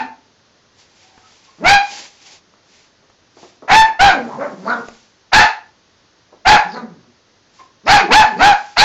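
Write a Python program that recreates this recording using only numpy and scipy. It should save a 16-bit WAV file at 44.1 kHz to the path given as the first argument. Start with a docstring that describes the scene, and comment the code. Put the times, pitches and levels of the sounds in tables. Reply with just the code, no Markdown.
"""A small dog yaps, growls and grumbles on the carpet of a quiet living room, with faint whines and wheezes.
Its vocal folds pulse through throat and jaw; each yap is an arch of pitch, hoarse at its ends and
clearer on top, and overloads the microphone. Paws thump softly, a hand ticks on the camera,
and cloth brushes as dog and people shift about."""
import sys
import numpy as np
from scipy import signal
from scipy.fft import rfft, irfft, next_fast_len
from scipy.io import wavfile
from scipy.ndimage import uniform_filter1d, map_coordinates

SR = 44100
rng = np.random.default_rng(int(sys.argv[2]) if len(sys.argv) > 2 else 0)


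def wav_out(sig):
    """Save sig, one row per channel (or a flat mono array), as 16-bit PCM at SR to the path in sys.argv[1]."""
    wavfile.write(sys.argv[1], SR, np.round(np.clip(np.atleast_2d(sig).T, -1, 1) * 32767).astype(np.int16))


N = 389844


def amp(db):
    """Decibels to gain."""
    return 10 ** (np.asarray(db) / 20)


def clock(length_s):
    """Sample times in seconds."""
    return np.arange(int(length_s * SR)) / SR


def along(points, hz):
    """(Hz, value) points read on a log frequency axis."""
    knots_hz, values = np.transpose(points)
    return np.interp(np.log(hz + 1), np.log(knots_hz + 1), values)


def filtered(x, response):
    """Apply a gain given as a function of Hz."""
    size = next_fast_len(len(x) + 8192)
    return irfft(rfft(x, size) * response(np.fft.rfftfreq(size, 1 / SR)), size)[:len(x)]


def noise(spectrum, size):
    """Coloured noise of rms 1."""
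    x = filtered(rng.standard_normal(size), lambda hz: amp(along(spectrum, hz)))
    return x / np.sqrt(np.mean(x ** 2) + 1e-20)


def wobble(rate_hz, size):
    """Smooth random curve, rate_hz knots a second."""
    return map_coordinates(rng.standard_normal(4096), [np.arange(size) * rate_hz / SR], mode="wrap")


def add(track, start_s, x):
    """Mix x into the track from start_s on."""
    start = round(start_s * SR)
    x = x[max(-start, 0):]
    part = track[max(start, 0):][:len(x)]
    part += x[:len(part)]


# Yaps. Each row: start, rise and fall in seconds; start, top and end pitch in Hz; top level in dB;
# swell exponent; start, top and end roughness 0-1; moment of widest jaw as a share of the rise;
# wide and relaxed jaw opening 0-1; wide and relaxed mouth resonance in Hz.
YAPS = [ (-.165, 0.072, 0.059, 623, 885, 909, 1, 12, 0.19, 0.28, 0.46, 0.44, .6, 0.33, 2480, 1500),
        (1.634, .105, .056, 635.7, 818.6, 755, 0.7, 4.8, .25, 0.051, .06, .6, .85, 0.45, 2100, 2480),
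        (3.674, .1, 0.095, 558, 888.2, 841.5, 6, 2.46, 1, 0.03, 0.15, .7, 0.51, .25, 2200, 1800),
        (3.988, .058, 0.12, 666, 813.2, 486, 3.1, 4.8, .05, 0.087, 0.65, 0.4, 0.65, 0.3, 3100, 1580),
        (5.317, 0.058, .12, 628.2, 885.8, 611, 5.9, 2.6, .95, 0.26, 1, 0.52, .9, .5, 1702, 1655),
        (6.447, .073, .093, 659.4, 849.3, 624, 3.8, 3.7, 0.33, 0.39, 0.97, .55, 0.63, 0.28, 4600, 1540),
        (7.862, .088, .09, 560, 833, 588, 3.6, 3.4, .55, 0.24, .8, 0.55, 0.61, 0.39, 4660, 1660),
        (8.103, .08, .09, 469.2, 876.8, 602, 7.1, 3.8, .4, 0.053, .85, 0.43, .82, .22, 3005, 1570),
        (8.385, .09, 0.091, 569.5, 836.8, 580, 2.7, 3.5, .5, .08, 0.73, 0.73, .55, .25, 1400, 1420),
        (8.759, .079, .09, 561.8, 849.7, 560, 3.2, 3.6, 0.66, 0.11, .6, .5, 1, .5, 4110, 4700), ]
# Throat response, and what a wide-open mouth adds. Each row: frequency in Hz, gain in dB.
YAP_THROAT = [(150, -22), (400, -17), (620, -11.5), (830, 4.5), (1150, -11.5), (1600, -9.5), (2000, -15.5),
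              (2500, -16), (3100, -30.5), (4400, -33), (5500, -35.5), (7000, -31.5), (8500, -71)]
YAP_MOUTH = [(700, -4.5), (1500, 10), (2300, 15), (3200, 26.5), (4500, 34.5), (7000, 12.5)]
# Reverb, weaker as the dog comes nearer. Each row: time in seconds, level in dB re the direct sound.
YAP_REVERB = [(1.7, -7.5), (5.4, -8), (7.9, -10)]


def yaps():
    """One arch of effort each, highest and loudest on top. The jaw snaps open on the way up."""
    swell_db, decay_db = 37.5, 40
    out = np.zeros(N)
    for (start_s, rise_s, fall_s, start_hz, top_hz, end_hz, top_db, swell_power,
         rough_start, rough_top, rough_end, widest_at, wide, relaxed, wide_hz, relaxed_hz) in YAPS:
        t = clock(rise_s + fall_s)
        before = np.maximum(1 - t / rise_s, 0)  # 1 at the start, 0 from the top on
        after = np.maximum(t - rise_s, 0) / fall_s  # 0 up to the top, 1 at the end
        pitch_hz = top_hz + (start_hz - top_hz) * before ** 1.7 + (end_hz - top_hz) * after ** 2.1
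        rough = rough_top + (rough_start - rough_top) * before ** 1.425
        rough += (rough_end - rough_top) * after ** 1.425
        db = top_db - swell_db * before ** swell_power - decay_db * after ** 1.69
        jaw = np.exp(-((t / rise_s - widest_at) / 0.29) ** 2)
        opening = wide * jaw + relaxed * (1 - jaw) * (1 - before) * (1 - 0.35 * after)
        ring_hz = wide_hz + (relaxed_hz - wide_hz) * (1 - jaw) ** 2
        yap = voice((pitch_hz, db, rough, opening, ring_hz), YAP_THROAT, YAP_MOUTH,
                    jitter=0.055, jitter_rate_hz=240, flutter_db=3.5, ring_db=5.5, rasp_power=0.96)
        add(out, start_s, room(yap, wet_db=np.interp(start_s, *np.transpose(YAP_REVERB))))
    return out


def voice(controls, throat, mouth, jitter, jitter_rate_hz, flutter_db, ring_db, rasp_power):
    """Vocal folds pulse at the pitch; roughness makes them stumble and turns tone into puffs of noise."""
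    pitch_hz, db, rough, opening, ring_hz = np.broadcast_arrays(*controls)
    t = np.arange(len(pitch_hz)) / SR
    rough = np.clip(rough, 0.005, 0.98)
    pitch_hz = pitch_hz * (1 + jitter * rough ** 0.8 * wobble(jitter_rate_hz, len(t)))
    phase = 2 * np.pi * np.cumsum(pitch_hz) / SR
    folds = sum(np.cos(k * phase) * (k * pitch_hz < SR / 5) for k in range(1, 36))
    puffs = rng.standard_normal(SR * 2)[:len(t)] * (1 + 0.8 * np.cos(phase))
    puffs = filtered(puffs, lambda hz: hz ** 2 / (hz ** 2 + 350 ** 2))  # turbulence has little bass
    tone, rasp = [vocal_tract(x, opening, ring_hz, throat, mouth, ring_db) for x in (folds, puffs)]
    fade = np.clip(np.minimum(t, t[-1] - t) / 0.0076, 0, 1)
    level = fade * amp(db + flutter_db * rough * wobble(170, len(t)))
    rasp_share = rough ** rasp_power
    return level * (np.sqrt(1 - rasp_share) * tone + np.sqrt(rasp_share) * rasp)


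def vocal_tract(x, opening, ring_hz, throat, mouth, ring_db, ring_octaves=0.11):
    """The throat shapes x; the jaw moves one sharp resonance and, opening, lets out treble. Rms 1."""
    hz, frame_s, spectra = signal.stft(np.pad(x, (0, 512)), SR, nperseg=512, noverlap=448)
    hz = hz[:, None]
    gape, centre_hz = [np.interp(frame_s, np.arange(len(x)) / SR, c) for c in (opening, ring_hz)]
    resonance_db = ring_db / (1 + (np.log2((hz + 1) / centre_hz) / ring_octaves) ** 2)
    gain = amp(along(throat, hz) + along(mouth, hz) * gape + resonance_db)
    shaped = signal.istft(spectra * gain, SR, nperseg=512, noverlap=448)[1][:len(x)]
    running_power = np.abs(uniform_filter1d(shaped ** 2, size=700))
    return shaped / np.sqrt(running_power + 1e-12)


# Growling throat, and what a wide-open mouth adds. Each row: frequency in Hz, gain in dB.
GROWL_THROAT = [(70, -25.5), (120, 17.5), (220, 4), (330, -8), (580, -13.5), (900, -18), (1400, -22.5),
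                (2200, -32.5), (2900, -48.5), (4500, -51.5), (7000, -42), (8500, -77)]
GROWL_MOUTH = [(220, -1.5), (600, 27.5), (1400, 34), (3000, 26.5), (4500, 27), (7000, 21)]


def low_voice(controls):
    """The chesty voice of growls and grumbles, with strong room reverb."""
    direct = voice(controls, GROWL_THROAT, GROWL_MOUTH,
                   jitter=0.041, jitter_rate_hz=140, flutter_db=5, ring_db=16.5, rasp_power=0.81)
    return room(direct, wet_db=-0.5)


# Short growls. Each row: start and length in seconds, start and end pitch in Hz,
# start and end level in dB, ratio of mouth resonance to pitch.
GROWLS = [ (0, 0.036, 255, 250, -34.5, -39, 1.3), (1.579, .072, 122, 387, -50, -18.5, 2),
          (4.112, 0.081, 370, 237, -30.5, -23, 2), (7.832, 0.044, 156, 336, -55.5, -19, 1.9),
          (8.005, .055, 471.3, 310, -21, -31.5, 1), (8.077, 0.05, 300.7, 563.4, -33.5, -6, 2.1),
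          (8.253, 0.091, 280, 187.6, -39, -36, 2.2), (8.357, 0.084, 200, 405, -30, -23.5, 1.9), ]


def growls():
    """Quick, closed-mouth growls that slide into or out of a yap."""
    shut_above_db = -46
    out = np.zeros(N)
    for start_s, length_s, start_hz, end_hz, start_db, end_db, ring_ratio in GROWLS:
        progress = clock(length_s) / length_s
        pitch_hz = start_hz * (end_hz / start_hz) ** progress
        db = start_db + (end_db - start_db) * progress
        opening = np.clip(0.04 * (shut_above_db - db), 0, 1)  # ajar only in the faintest starts
        rough = 0.17
        add(out, start_s, low_voice((pitch_hz, db, rough, opening, ring_ratio * pitch_hz)))
    return out


# Two long grumbles, one list each. Each row: time in seconds, pitch in Hz, level in dB before trim.
GRUMBLES = [
    [(4.19, 240.7, -26.5), (4.51, 214.1, -37), (4.54, 177.9, -30), (4.57, 174.2, -40),
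     (4.688, 213.2, -25.5), (4.76, 210.3, -38), (4.798, 242.3, -28), (4.84, 210, -42), (4.93, 226, -59)],
    [(6.64, 174.6, -40), (6.674, 190.1, -28), (6.722, 190, -37), (6.766, 246.5, -23.5), (6.792, 245, -30),
     (6.984, 125, -48.5), (7.09, 118.3, -51)],
]
# Lip lifts within a grumble. Each row: middle and half-length in seconds, pitch in Hz,
# added level in dB, added opening 0-1, added roughness 0-1, resonance in Hz.
SNARLS = [(4.328, .05, 205.3, 2, 0.07, 0.4, 990), (4.433, .045, 289.4, 16.5, 0.63, 0.2, 585),
          (4.722, .06, 237.2, 14.5, 0.6, 0.33, 1430), (6.763, 0.032, 247, 2, 0.42, .15, 458)]


def grumbles():
    """A low hum behind closed lips; each snarl swells, brighter and rougher, at its own pitch."""
    trim_db, shut_ring_hz = -4.5, 316
    out = np.zeros(N)
    middle_s, half_s, snarl_hz, snarl_db, snarl_opening, snarl_rough, snarl_ring_hz = np.transpose(SNARLS)
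    for rows in GRUMBLES:
        knots_s, *columns = np.transpose(rows)
        t = knots_s[0] + clock(knots_s[-1] - knots_s[0])
        hum_hz, hum_db = [np.interp(t, knots_s, c) for c in columns]
        away = ((t[:, None] - middle_s) / half_s) ** 2
        swell, lift = np.exp(-away), np.exp(-away ** 2)
        shut = 1 - lift.sum(axis=1)
        pitch_hz = shut * hum_hz + lift @ snarl_hz
        ring_hz = shut * shut_ring_hz + lift @ snarl_ring_hz
        db = hum_db + trim_db + swell @ snarl_db
        rough = 0.083 + lift @ snarl_rough
        opening = 0.067 + lift @ snarl_opening
        add(out, knots_s[0], low_voice((pitch_hz, db, rough, opening, ring_hz)))
    return out


# Whimpers. Each row: middle and half-length in seconds, top pitch in Hz, top level in dB.
WHINES = [(1.146, .13, 760, -57), (1.251, 0.032, 1287, -55.5), (1.49, 0.018, 1083, -51),
          (7.603, 0.017, 1061, -41.5)]


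def whines():
    """Faint arches of tone with the mouth almost shut."""
    fade_db, sag, rough, opening = 6, 0.015, 0.23, 0.1
    out = np.zeros(N)
    for middle_s, half_s, top_hz, top_db in WHINES:
        edge = (clock(2 * half_s) / half_s - 1) ** 2
        controls = top_hz * (1 - sag * edge), top_db - fade_db * edge, rough, opening, top_hz
        whine = voice(controls, YAP_THROAT, YAP_MOUTH,
                      jitter=0.04, jitter_rate_hz=200, flutter_db=2.5, ring_db=12, rasp_power=0.9)
        add(out, middle_s - half_s, room(whine, wet_db=-1.5))
    return out


# Whistling edge of a snarl. Each row: middle and half-length in seconds, pitch in Hz,
# top level in dB, whistle at the middle in Hz.
WHEEZES = [(4.709, 0.075, 236, -42.5, 4060), (6.745, 0.078, 234, -42.5, 4600),
           (7.887, .035, 314.5, -30.5, 4843), (8.409, 0.046, 335, -40, 4320)]
# Nasal response. Each row: frequency in Hz, gain in dB.
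NOSE = [(500, -64), (2000, -19), (3800, -1.5), (5500, -2.5), (7000, 0.5), (8500, -33)]


def wheezes():
    """Air whistles through the nose, swelling and fading as its resonance sinks."""
    fade_db, sag_hz_per_s, rough, opening = 20, 13000, 0.74, 0.35
    out = np.zeros(N)
    for middle_s, half_s, pitch_hz, top_db, whistle_hz in WHEEZES:
        t = clock(2 * half_s) - half_s
        db = top_db - fade_db * (t / half_s) ** 2
        ring_hz = whistle_hz - sag_hz_per_s * t
        wheeze = voice((pitch_hz, db, rough, opening, ring_hz), NOSE, YAP_MOUTH,
                       jitter=0.031, jitter_rate_hz=220, flutter_db=3, ring_db=15.5, rasp_power=0.35)
        add(out, middle_s - half_s, room(wheeze, wet_db=-8.5))
    return out


# Paws on carpet, and a hand on the camera. Each row: start in seconds, level in dB before trim.
PAW_STEPS = [(3.029, -49), (3.369, -37), (3.429, -32), (3.623, -28.5), (3.884, -29.5), (6.324, -36),
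             (7.598, -45)]
HAND_TICKS = [(1.178, -35.5), (2.538, -42), (3.099, -42), (4.885, -25), (5.778, -64)]
# Their spectra. Each row: frequency in Hz, relative level in dB.
PAW_SPECTRUM = [(35, -46.5), (60, -24.5), (223, -10), (301, -1.5), (655, -5.5), (956, -9.5), (1310, -15.5),
                (2080, -39), (7000, -40), (9100, -72), (15400, -120)]
TICK_SPECTRUM = [(200, -0.5), (900, 2.5), (2000, -4), (4500, -23), (7000, -5), (8500, -40)]


def knocks(events, spectrum, t60_s, trim_db):
    """Dull contacts: decaying noise bursts with no ring of their own."""
    out, t = np.zeros(N), clock(0.25)
    for start_s, db in events:
        blow = amp(db + trim_db - 60 * t / t60_s) * noise(spectrum, len(t))
        add(out, start_s, room(blow, wet_db=-7))
    return out


# Cloth strokes. Each row: peak time, rise and fall in seconds, level in dB.
CLOTH_STROKES = [(.82, 0.059, 0.045, -51.5), (1.05, 0.15, 0.065, -52), (1.32, 0.18, 0.33, -52),
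                 (1.959, 0.1, 0.11, -32.5), (2.336, 0.14, 0.043, -42.5), (2.77, 0.095, 0.11, -52),
                 (3.44, 0.073, 0.1, -48.5), (4.3, 0.19, 0.14, -52.5), (4.86, 0.42, 0.22, -49.5),
                 (7.58, 0.044, 0.086, -53), (8.65, .35, 0.17, -46)]
# Friction spectrum. Each row: frequency in Hz, relative level in dB.
CLOTH_SPECTRUM = [(120, -49.5), (200, -16), (580, -14.5), (705, -15.5), (791, -8.5), (1270, -18.5),
                  (2180, -10.5), (4270, -12), (4710, -8.5), (7330, -8), (9060, -42), (10000, -87),
                  (13000, -119), (22000, -120)]


def cloth():
    """Fabric slides over carpet in uneven strokes that swell and fade."""
    t = np.arange(N) / SR
    level = np.zeros(N)
    for peak_s, rise_s, fall_s, db in CLOTH_STROKES:
        width_s = np.where(t < peak_s, rise_s, fall_s)
        level += amp(db) * np.exp(-((t - peak_s) / width_s) ** 2)
    flicker = amp(1.1 * wobble(49, N))
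    return level * flicker * noise(CLOTH_SPECTRUM, N)


# Room decay. Each row: frequency in Hz, T60 in seconds.
ROOM_T60 = [(100, 0.44), (800, 0.34), (2500, 0.3), (7000, 0.28)]


def room(x, wet_db):
    """The direct sound plus a short furnished-room tail."""
    hz, t, spectra = signal.stft(rng.standard_normal(SR * 2 // 3), SR, nperseg=256)
    decay = amp(-60 * t / along(ROOM_T60, hz)[:, None])
    tail = signal.istft(spectra * decay, SR, nperseg=256)[1]
    tail[:SR // 300] = 0  # the first wall answers a few ms late
    response = amp(wet_db) * tail / np.linalg.norm(tail)
    response[0] = 1
    return signal.fftconvolve(x, response)


# Room background. Each row: frequency in Hz, relative level in dB.
HUSH_SPECTRUM = [(15, -35), (25, -9), (65, -12.5), (92, -1), (124, -6.5), (239, -6), (322, -6.5), (519, -8),
                 (684, -9.5), (756, -12), (901, -10.5), (1960, -13), (2220, -17), (6530, -13), (10000, -52),
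                 (13000, -84.5), (22000, -120)]


def hush(level_db):
    """Steady, faint noise of the quiet room."""
    return amp(level_db) * noise(HUSH_SPECTRUM, N)


def scene():
    """Dog, small movements and room hush, in mono."""
    dog = yaps() + growls() + grumbles() + whines() + wheezes()
    paws = knocks(PAW_STEPS, PAW_SPECTRUM, t60_s=0.17, trim_db=-5)
    ticks = knocks(HAND_TICKS, TICK_SPECTRUM, t60_s=0.025, trim_db=-4)
    return (dog + paws + ticks + cloth() + hush(level_db=-56))[None]


def overload(x, ceiling, hardness, lean):
    """The microphone flattens loud peaks, one side a little before the other."""
    x = x + lean * x * x / (1 + np.abs(x))
    return x / (1 + np.abs(x / ceiling) ** hardness) ** (1 / hardness)


# Microphone chain response. Each row: frequency in Hz, gain in dB.
MIC_RESPONSE = [(20, 0), (4500, 1.5), (6500, -3), (7400, -6.5), (8200, -19.5), (9300, -46), (15800, -29)]


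def record(dry):
    """Overload, a narrow band and a coupling capacitor; overshoots clip again before the band limit."""
    coupling_hz, limit_hz = 9, 15850
    x = overload(dry[0], ceiling=0.55, hardness=10, lean=0.1)
    x = filtered(x, lambda hz: amp(along(MIC_RESPONSE, hz)) * 1j * hz / (coupling_hz + 1j * hz))
    x = np.clip(x, -0.74, 0.74)
    return filtered(x, lambda hz: hz < limit_hz)[None]


dry = scene()
out = record(dry)
wav_out(out)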